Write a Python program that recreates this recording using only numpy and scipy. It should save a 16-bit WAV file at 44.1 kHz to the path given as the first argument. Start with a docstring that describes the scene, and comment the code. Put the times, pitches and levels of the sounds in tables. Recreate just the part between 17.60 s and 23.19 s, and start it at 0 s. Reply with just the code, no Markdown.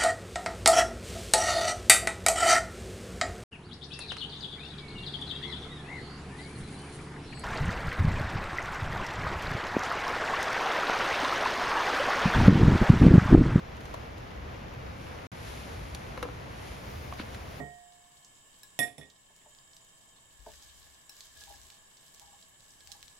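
"""A burner hisses under softly frying noodles in a small kitchen; steam bubbles burst and oil spits.
On the right a steel vessel is knocked and rings, then is set down with a clank and rocks once;
the worktop thuds and damps it. Chopsticks bump, tap and skid on the pan, ringing its modes.
As they turn the noodles the pan rumbles, the sizzle swells and more droplets burst.
A limiter ducks the loudest sounds and recovers slowly."""
import sys
import numpy as np
from scipy import signal
from scipy.fft import rfft, irfft
from scipy.io import wavfile
from scipy.ndimage import uniform_filter1d

SR = 44100
rng = np.random.default_rng(int(sys.argv[2]) if len(sys.argv) > 2 else 0)


def log_audio(samples):
    """Write samples as a 16-bit WAV file to the path given in sys.argv[1]."""
    # one column per channel
    frames = np.atleast_2d(samples).T
    # limit to full scale, then quantise
    limited = np.clip(frames, -1, 1)
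    pcm = np.round(limited * 32767).astype(np.int16)
    wavfile.write(sys.argv[1], SR, pcm)


N = 246519
TIME = np.arange(N) / SR

# flame rush spectrum: (frequency [Hz], level [dB])
RUSH_SPECTRUM = [(25, 12), (60, 6.5), (140, 9), (260, 2), (450, 0.5), (900, 1.5), (1400, -12), (2500, -27),
                 (4300, -20), (6300, -5.5), (8300, -38), (9200, -20.5), (11200, -3.5), (12300, -39),
                 (16000, -13.5)]
# burner whistles: (frequency [Hz], width [Hz], level [dB])
JET_MODES = [(655, 3.9, 5.5), (1073, 90, 0.5), (1720, 76, 2.5), (2203, 40, -1.5), (2922, 270, -4.5),
             (3132, 18.7, 6.5), (3673, 105, -4), (5035, 42, -4.5), (7230, 42, 3), (7050, 25, 8),
             (7100, 240, -29), (7600, 29, 7), (7846, 91, 4), (8040, 25, 8.5), (8500, 47, -1),
             (10400, 35, -23), (13600, 110, -9.5)]
# oil sizzle spectrum: (frequency [Hz], level [dB])
SIZZLE_SPECTRUM = [(500, -1), (1400, -25), (2400, -2), (3700, 6.5), (5000, 4.5), (6500, 4.5), (8300, 0.5),
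                   (9300, -2), (11000, 0), (13400, -1.5), (14500, -16), (16000, -8)]
# large oil drops, and a wet strand snapping at 4.6 s: (time [s], level [dB], pitch [Hz], crack over pop [dB])
OIL_DROPS = [(0.615, -54, 5000, 2), (0.647, -42.5, 5960, -8.5), (0.753, -53, 6300, -12),
             (1.5005, -41.5, 4170, -8), (1.763, -41.5, 7300, -4), (1.949, -38.5, 5400, 8),
             (1.9868, -46, 4300, -16), (2.133, -47.5, 4950, -14), (2.1666, -38, 5070, -3),
             (2.937, -38.5, 2100, 0), (3.567, -38, 5500, 1.5), (3.607, -31.5, 4600, -3.5),
             (3.7715, -40, 4910, 0), (3.775, -37, 5200, 5), (3.804, -39, 5300, -5), (3.81, -36.5, 4460, 2),
             (3.8375, -31, 6400, 5), (3.881, -43, 6310, 8), (3.899, -42, 7850, 9), (3.909, -36, 6000, 11),
             (3.925, -36, 7950, 14), (3.957, -52, 5000, 7), (4.0155, -37, 5860, 9), (4.068, -36, 7050, 6),
             (4.102, -34, 3700, -1.5), (4.37, -42, 4500, -4), (4.547, -36, 7100, 7), (4.5968, -32, 8900, 4),
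             (4.8256, -44, 4300, -9), (5.006, -41.5, 6670, 1), (5.106, -45.5, 5700, -12),
             (5.2065, -37, 4200, -2.5), (5.2736, -31, 5400, 4), (5.318, -25, 4700, 1),
             (5.3234, -30, 5830, 3), (5.4284, -27, 4440, 12), (5.481, -35, 4170, 0)]
# crack of a bursting drop: (frequency [Hz], level [dB])
CRACK_SPECTRUM = [(500, -12), (1400, -15.5), (2800, 4.5), (7000, 2), (13000, -11), (16000, -1.5)]
# free steel vessel: (frequency [Hz], level [dB], t60 [s], left minus right [dB])
STEEL_MODES = [(667, -15, .3, -1), (709, -9, 1.38, -9), (832, -23, .3, -5), (1873, 0, .58, -11),
               (1934, -13, .25, -11), (1979, -14, .25, -11), (2037, -17, .25, -16), (2204, -18, .55, -6),
               (2256, -22, .55, -8), (2444, -20, .55, -4), (2530, -23, .55, -9), (2985, -23, .5, -9),
               (3449, -7, .42, -13), (3489, -14, .35, -14), (3561, -16, .33, -7), (3646, -16, .33, -18),
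               (5391, -18, .5, -4), (5440, -22, .35, -6), (5529, -24, .45, 0), (7079, -23, .5, -1),
               (7536, -13, .5, -15), (7585, -24, .5, 7), (7881, -18, .5, 5), (8148, -26, .45, 12),
               (8223, -18, .48, 0), (8384, -21, .45, -2), (8503, -13, .45, -5), (8791, -22, .42, 7),
               (9099, -14, .4, -17), (9208, -14, .4, -8), (9394, -23, .42, 11), (9440, -19, .45, -18),
               (9890, -11, .32, -17), (9918, -5, .32, -19), (9973, -19, .36, -7), (10237, -6, .45, -5),
               (10611, -20, .38, -8), (10855, -11, .4, -6), (11384, -16, .34, -17), (12198, -15, .38, -3),
               (12703, -11, .24, -10), (12902, -11, .28, -15), (13551, -16, .38, -2), (13899, -17, .38, -2),
               (14090, -18, .34, -6), (14440, -25, .32, -4), (15000, -29, .3, -4)]
# blows on the vessel: (time [s], ring [dB], clatter [dB], thud [dB], boom [dB],
# contact cut-off [Hz], low-mode swell [ratio], rim ping [dB])
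VESSEL_BLOWS = [(0.001, -33.5, -53, -38.5, -44.5, 1570, 0, 0),
                (1.1905, -21.7, -33.5, -30, -55, 16000, 3.7, 0), (1.231, -40, -42.5, -41, -62, 7000, 0, 19),
                (1.279, -55, -47, -66, -76, 3200, 0, 6), (1.343, -53.5, -70, -76, -80, 2000, 0, 0),
                (1.381, -53, -54, -43.5, -52.5, 15000, 0, 22), (1.4125, -45, -58, -57, -59, 3900, 0, 10),
                (1.432, -60, -59, -61, -68, 4300, 0, 25), (1.814, -68, -67, -75, -81, 4200, 0, 24)]
# dense, brief contact ringing: (frequency [Hz], level [dB])
CLATTER_SPECTRUM = [(600, -7), (1300, -40), (1700, 0.5), (2050, 3.5), (2600, 5), (3000, -7), (3500, 8.5),
                    (4300, -10.5), (5400, 2), (6600, -8), (8500, -6), (10200, 11.5), (12600, -18),
                    (15500, -20)]
# worktop thud: (frequency [Hz], level [dB])
THUD_SPECTRUM = [(60, -31), (95, -5), (120, 6.5), (150, 9), (185, -11), (240, 5), (290, 7), (350, -3),
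                 (415, 3), (490, -0.5), (660, 1), (850, -8), (1300, -15.5), (3000, -38)]
# worktop boom: (frequency [Hz], level [dB], t60 [s], left minus right [dB])
WORKTOP_MODES = [(70.2, 1.5, 0.39, 5), (143.6, 6, 0.32, -8), (200, -3.5, 0.38, -3), (418, 0, 0.35, -9)]
# ticks and taps on the pan: (time [s], level [dB], contact cut-off [Hz])
TICKS = [(1.0322, -35.5, 19000), (3.269, -55, 1800), (3.4944, -35, 17000), (3.763, -50.5, 1800),
         (3.815, -45.5, 2000), (3.938, -50, 1800), (4.102, -61, 2500), (5.205, -53, 2500),
         (5.318, -44.5, 4000), (5.4282, -52, 2500), (5.514, -52.5, 1800)]
# pan after a tick: (frequency [Hz], width [Hz], level [dB])
TICK_MODES = [(818, 19, -8), (1684, 21, 5), (2660, 170, -13), (3980, 98, -4.5), (5290, 110, -0.5),
              (5860, 120, -6.5), (6840, 120, -13), (7350, 200, -13), (7900, 140, -14), (8300, 170, -8.5),
              (9570, 95, -16), (10500, 280, -10), (11740, 170, -12), (13250, 270, -9), (15760, 240, -14.5)]
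# bumps on the pan: (time [s], knock [dB], rocking [dB])
BUMPS = [(1.70, -55, -85), (1.858, -49.5, -79), (2.794, -78, -50), (2.864, -37, -68), (2.891, -47.5, -71),
         (3.90, -49, -60)]
# loaded pan, knocked: (frequency [Hz], width [Hz], level [dB])
KNOCK_MODES = [(233, 58, -15.5), (331, 18, -5.5), (430, 17, -1), (593, 9.7, 4.5), (656, 19, 4.5),
               (727, 38, -3), (887, 34, 4), (1080, 28, -28), (1520, 77, -12)]
# chopstick strokes: (hardest push [s], sizzle rise [s], sizzle [dB], rumble [dB])
STROKES = [(2.899, 0.07, -59.5, -58.5), (3.032, 0.056, -63.5, -64.5), (3.223, .06, -65, -59.5),
           (3.59, 0.07, -58.5, -74), (3.799, .05, -58.5, -62), (3.91, 0.052, -65, -61),
           (3.998, 0.036, -71.5, -60.5), (4.645, 0.41, -64.5, -67.5), (5.34, 0.3, -61.5, -60)]
# noodles lifted off the metal: (time [s], half-length [s], sizzle change [dB])
LIFTS = [(3.42, .06, -6.5), (3.70, .035, -4.5), (4.249, .07, -7), (4.921, .05, -4.5)]
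# rubbed pan: (frequency [Hz], width [Hz], level [dB])
RUB_MODES = [(664, 23, -6), (1140, 47, 1), (1684, 105, 5), (2280, 110, -3.5), (3170, 13, -19)]
# skids of the tips: (time [s], level [dB])
SKIDS = [(3.012, -58.5), (3.868, -48.5), (3.894, -47), (3.912, -54), (3.943, -52), (4.115, -62),
         (4.603, -50), (4.630, -51), (4.665, -57), (4.720, -52.5), (4.752, -71), (5.278, -54),
         (5.340, -53.5), (5.385, -61)]
# hollow pan bottom: (frequency [Hz], width [Hz], level [dB])
BOTTOM_MODES = [(606, 28, -19), (815, 13.8, 9), (960, 16, -3.5), (1138, 49, -15)]


def undb(db):
    """Decibels to gain."""
    return 10 ** (np.asarray(db) / 20)


def unit(x):
    """Scale to rms 1."""
    return x / np.sqrt(np.mean(x ** 2))


def fade(t60_s, size=SR):
    """Exponential decay over size samples."""
    return np.exp(-np.log(1000) * TIME[:size] / t60_s)


def place(pan_db):
    """Stereo gains of unit mean power; pan_db is left minus right."""
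    return unit(undb(np.array([[pan_db], [-pan_db]]) / 2))


def add(out, time_s, x):
    """Mix x into out from time_s."""
    i = max(int(time_s * SR), 0)
    out[:, i:i + x.shape[-1]] += x[..., :N - i]


def noise(size, correlation=0.):
    """Partly correlated stereo white noise."""
    white = rng.standard_normal((3, size))
    return np.sqrt(correlation) * white[2] + np.sqrt(1 - correlation) * white[:2]


def lowpass(x, hz, order=2):
    """Butterworth low-pass."""
    return signal.lfilter(*signal.butter(order, hz, fs=SR), x)


def colour(x, spectrum):
    """Filter by (Hz, dB) points, keeping the power of white noise."""
    hz, db = np.transpose(spectrum)
    bins_hz = np.maximum(np.fft.rfftfreq(x.shape[-1], 1 / SR), 1)
    gain = unit(undb(np.interp(np.log(bins_hz), np.log(hz), db)))
    return irfft(rfft(x) * gain, x.shape[-1])


def resonate(x, modes):
    """Sum of resonances of alternating sign."""
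    return sum((-1) ** k * undb(db) * signal.lfilter(*signal.iirpeak(hz, hz / width_hz, SR), x)
               for k, (hz, width_hz, db) in enumerate(modes))


def walk(rate_hz):
    """Smooth random drift about zero."""
    hold = int(SR / rate_hz)
    steps = np.repeat(rng.standard_normal(N // hold + 1), hold)
    return 0.6 * uniform_filter1d(uniform_filter1d(steps, hold), hold)[:N]


def kitchen(x, wet_db, low_t60_s=0.14, treble_t60_s=0.2):
    """Direct sound plus the diffuse echo of hard walls."""
    tail = noise(SR)
    low = lowpass(tail, 3000)
    onset = np.clip(TIME[:SR] / 0.0016 - 1, 0, 1)
    echo = (low * fade(low_t60_s) + (tail - low) * fade(treble_t60_s)) * onset
    wet = signal.fftconvolve(x.mean(0)[None], unit(echo) / np.sqrt(SR), axes=1)[:, :N]
    return x + undb(wet_db) * wet


def burner():
    """The flame rushes steadily; its jets whistle and waver."""
    rush = colour(noise(N), RUSH_SPECTRUM)
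    low_side = lowpass(rush[0] - rush[1], 1500, order=1)
    rush += 0.24 * low_side * np.array([[-1], [1]])  # narrows the lows
    jets = np.zeros((2, N))
    for hz, width_hz, db in JET_MODES:
        whistle = resonate(noise(N), [(hz, width_hz, db)])
        jets += whistle * undb(2 * walk(6.01)) * place(-4 if 2000 < hz < 5500 else 0)
    return undb(-64.5) * rush * undb(.5 * walk(4.6)) + undb(-60.5) * unit(jets)


def sizzle(flow, peak_bubbles_per_s=1800, spread_db=5, bands=8):
    """Tiny steam bubbles burst under the noodles, denser and louder as flow rises."""
    pops, size = np.zeros((2, N)), SR // 50
    for hz in np.geomspace(2500, 15000, bands):
        bursts = rng.random(N) < peak_bubbles_per_s / bands / SR * flow / flow.max()
        strengths = undb(spread_db * np.minimum(rng.exponential(size=N), 3.3)) * rng.choice([-1, 1], N)
        # separate short paths through the pan to each side
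        grain = resonate(noise(size) * fade(0.016, size), [(hz, hz / 2, 0)])
        grain = grain / np.sqrt((grain ** 2).sum(1, keepdims=True)) * np.sqrt(hz)
        pops += signal.fftconvolve((bursts * strengths)[None], grain, axes=1)[:, :N]
    clumps = undb(4 * walk(70))  # wet strands touch the metal in fits
    crackle = unit(pops) * np.sqrt(flow * flow.mean()) * clumps
    steam = noise(N) * flow * undb(0.5 * walk(25.39))
    return kitchen(colour(undb(-3) * crackle + undb(-6.5) * steam, SIZZLE_SPECTRUM), wet_db=0.4)


def spit(db, hz, crack_db):
    """A drop bursts with a crack and a pop; a harder crack shortens and broadens the pop."""
    size = SR // 20
    pop_t60_s = np.interp(crack_db, [-10, 2], [.032, .017])
    burst = noise(size, 0.94) * fade(pop_t60_s, size)
    snap = undb(10) * signal.unit_impulse(size, 12)
    crack = colour(noise(size, 0.017) * fade(0.0055, size) + snap, CRACK_SPECTRUM)
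    bubble = [(hz, hz * np.interp(crack_db, [-12, -3], [.5, .85]), 0)]
    pop = resonate(resonate(burst, bubble), bubble)
    drop = unit(pop) + undb(crack_db) * unit(crack)
    return undb(db) * place(rng.normal(-3.5, 5.5)) * drop / np.abs(drop).max()


def spitting_oil(flow, droplets_per_s=28):
    """Large drops spit, and a strand snaps, at set times; random droplets follow flow in rate and level."""
    out = np.zeros((2, N))
    for time_s, db, hz, crack_db in OIL_DROPS:
        add(out, time_s, spit(db, hz, crack_db))
    for i in rng.choice(N, int(droplets_per_s * N / SR), p=flow / flow.sum()):
        strength, pitch = rng.uniform(-2.4, 2.8, 2)
        db = 20 * np.log10(flow[i]) + 15.5 + 2 * strength
        add(out, i / SR, spit(db, hz=5470 * 2 ** (0.24 * pitch), crack_db=8))
    return kitchen(out, wet_db=-5.5)


def steel_ring(time_s, contact_hz, build_up, ping_db, set_down_s=1.1, flat_s=1.365):
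    """A blow rings the steel; soft contact misses high modes, resting on the worktop damps all."""
    out, t = np.zeros((2, SR)), TIME[:SR]
    damping_per_s = 2.3 * (time_s > set_down_s)
    for hz, db, t60_s, pan_db in STEEL_MODES:
        if hz > 2.5 * contact_hz:
            continue
        gain = undb(db) / np.sqrt(1 + (hz / contact_hz) ** 8)
        envelope = gain * place(pan_db) * fade(1 / (1 / t60_s + damping_per_s))
        # a rim blow favours modes near 5.1 kHz; contact soon damps them
        ping = undb(ping_db * np.exp(-(np.log2(hz / 5100) / 0.72) ** 2))
        envelope *= 1 + (ping - 1) * fade(.17)
        if hz < 1925:  # low modes swell briefly after the blow, the lowest slowest
            peak_s = .044 * (1873 / hz) ** .64
            envelope *= 1 + build_up * undb(.7 * db) * np.exp(-((t / peak_s - 1) / .48) ** 2)
        else:  # out of round: high modes beat against a weaker twin
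            beat_hz, phase_turns = rng.uniform(-22, 22), rng.random((2, 1))
            envelope *= 1 + undb(-8) * np.cos(2 * np.pi * (beat_hz * t + phase_turns))
        if hz < 1000:  # choked once the base lands flat
            envelope *= undb(-144 * np.maximum(time_s + t - flat_s, 0))
        phase_rad = np.array([[rng.choice([-1, 1]) * rng.uniform(.9, 1.9)], [0]])
        out += rng.choice([-1, 1]) * envelope * np.sin(2 * np.pi * hz * t + phase_rad)
    return out


def clatter(contact_hz):
    """The contact cracks close on the right, then washes through the room."""
    envelope = undb(10) * place(-18) * fade(.03) + place(-6) * fade(.28)
    return lowpass(colour(noise(SR, 0.5), CLATTER_SPECTRUM), contact_hz) * envelope


def worktop(thud_db, boom_db):
    """The struck worktop thuds and booms in its low modes."""
    t = TIME[:SR]
    out = undb(thud_db) * place(-4) * colour(noise(SR, .5), THUD_SPECTRUM) * fade(.29)
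    for hz, db, t60_s, pan_db in WORKTOP_MODES:
        onset = np.minimum(t * hz, 1)  # the heavy top takes a cycle to move
        out += undb(boom_db + db) * place(pan_db) * np.sin(2 * np.pi * hz * t) * fade(t60_s) * onset
    return out


def vessel():
    """Each blow rings the steel, clatters at the contact and shakes the worktop."""
    out = np.zeros((2, N))
    for time_s, ring_db, clatter_db, thud_db, boom_db, contact_hz, build_up, ping_db in VESSEL_BLOWS:
        add(out, time_s, undb(ring_db) * steel_ring(time_s, contact_hz, build_up, ping_db))
        add(out, time_s, undb(clatter_db) * clatter(contact_hz))
        add(out, time_s, worktop(thud_db, boom_db))
    return out


def ticks(snap_db=-19):
    """Sharp ticks ring all the pan's modes; taps softened by noodles ring mainly the lowest."""
    out, size = np.zeros((2, N)), SR // 4
    for time_s, db, contact_hz in TICKS:
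        push = undb(13) * signal.unit_impulse(size) + noise(size, 0.28) * fade(0.015, size)
        contact = lowpass(push, contact_hz)
        ring = resonate(contact, TICK_MODES)
        snap = undb(snap_db) * contact / np.abs(contact).max()
        add(out, time_s, undb(db) * (ring / np.abs(ring).max(1, keepdims=True) + snap))
    return kitchen(out, wet_db=-4.5)


def bumps(rock_hz=47):
    """Chopsticks land through the noodles, knock the pan and rock it on its stand."""
    out = np.zeros((2, N))
    rocking = -place(10) * np.sin(2 * np.pi * rock_hz * TIME[:SR]) * fade(0.96)
    for time_s, knock_db, rock_db in BUMPS:
        push = undb(25) * signal.unit_impulse(SR) + noise(SR, 0.57) * fade(.09)
        knock = resonate(lowpass(push, 1200), KNOCK_MODES)
        add(out, time_s, undb(knock_db) * knock / np.abs(knock).max() + undb(rock_db) * rocking)
    return out


def swell(peak_s, rise_s, fall_s):
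    """Exponential rise to 1, then exponential fall."""
    return np.exp(-np.maximum((peak_s - TIME) / rise_s, (TIME - peak_s) / fall_s))


def stroke_gains(settle_s=0.34, rumble_s=0.091):
    """Each stroke swells fresh sizzle and rumble; overlaps add in power."""
    power = np.zeros((2, N))
    for time_s, rise_s, sizzle_db, rumble_db in STROKES:
        power[0] += (undb(sizzle_db) * swell(time_s, rise_s, settle_s)) ** 2
        power[1] += (undb(rumble_db) * swell(time_s, rumble_s, rumble_s)) ** 2
    return np.sqrt(power)


def stirring(rub_gain, rumble_gain):
    """Stirring makes the pan rumble and rubs its modes."""
    rumble = colour(noise(N, 0.55),
                    [(15, -43), (30, -9), (48, -1.5), (72, 7), (110, -16.5), (250, -22), (1000, -34)])
    rub = unit(resonate(noise(N, 1) * undb(2 * walk(38)), RUB_MODES))
    return place(13.6) * rumble * rumble_gain + rub * rub_gain


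def skids(rise_s=0.007):
    """The tips stick and slip; each slip rings the pan's bottom hollowly."""
    out, t = np.zeros((2, N)), TIME[:SR // 4]
    band = signal.butter(2, [500, 1200], "band", fs=SR)
    for time_s, db in SKIDS:
        slip = noise(len(t), 0.5) * t * np.exp(-t / rise_s)
        ring = resonate(signal.lfilter(*band, slip), BOTTOM_MODES)
        add(out, time_s, undb(db) * ring / np.abs(ring).max())
    return out


def scene(idle_flow_db=-70):
    """Strokes drive the pan and the oil; flow, the frying intensity, dips as noodles are lifted."""
    fresh_gain, rumble_gain = stroke_gains()
    lull_db = sum(db * np.exp(-((TIME - time_s) / half_s) ** 2) for time_s, half_s, db in LIFTS)
    flow = np.hypot(undb(idle_flow_db), fresh_gain) * undb(lull_db)
    pan = bumps() + stirring(undb(-10) * fresh_gain, rumble_gain) + skids() + ticks()
    return burner() + vessel() + pan + sizzle(flow) + spitting_oil(flow)


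def record(dry, threshold_db=-30, ratio=2, recovery_db_per_s=7, top_hz=15800):
    """A limiter ducks on a loud clank and recovers slowly; a steep low-pass cuts the top."""
    power = uniform_filter1d((dry ** 2).mean(0), size=SR // 200)
    level_db = 10 * np.log10(np.abs(power) + 1e-12)
    excess_db = np.maximum(level_db - threshold_db, 0) * (1 - 1 / ratio)
    recovery_db = recovery_db_per_s * TIME
    duck_db = np.maximum.accumulate(excess_db + recovery_db) - recovery_db
    return signal.sosfilt(signal.ellip(10, .2, 70, top_hz, fs=SR, output="sos"), dry * undb(-duck_db))


dry = scene()
out = record(dry)
log_audio(out)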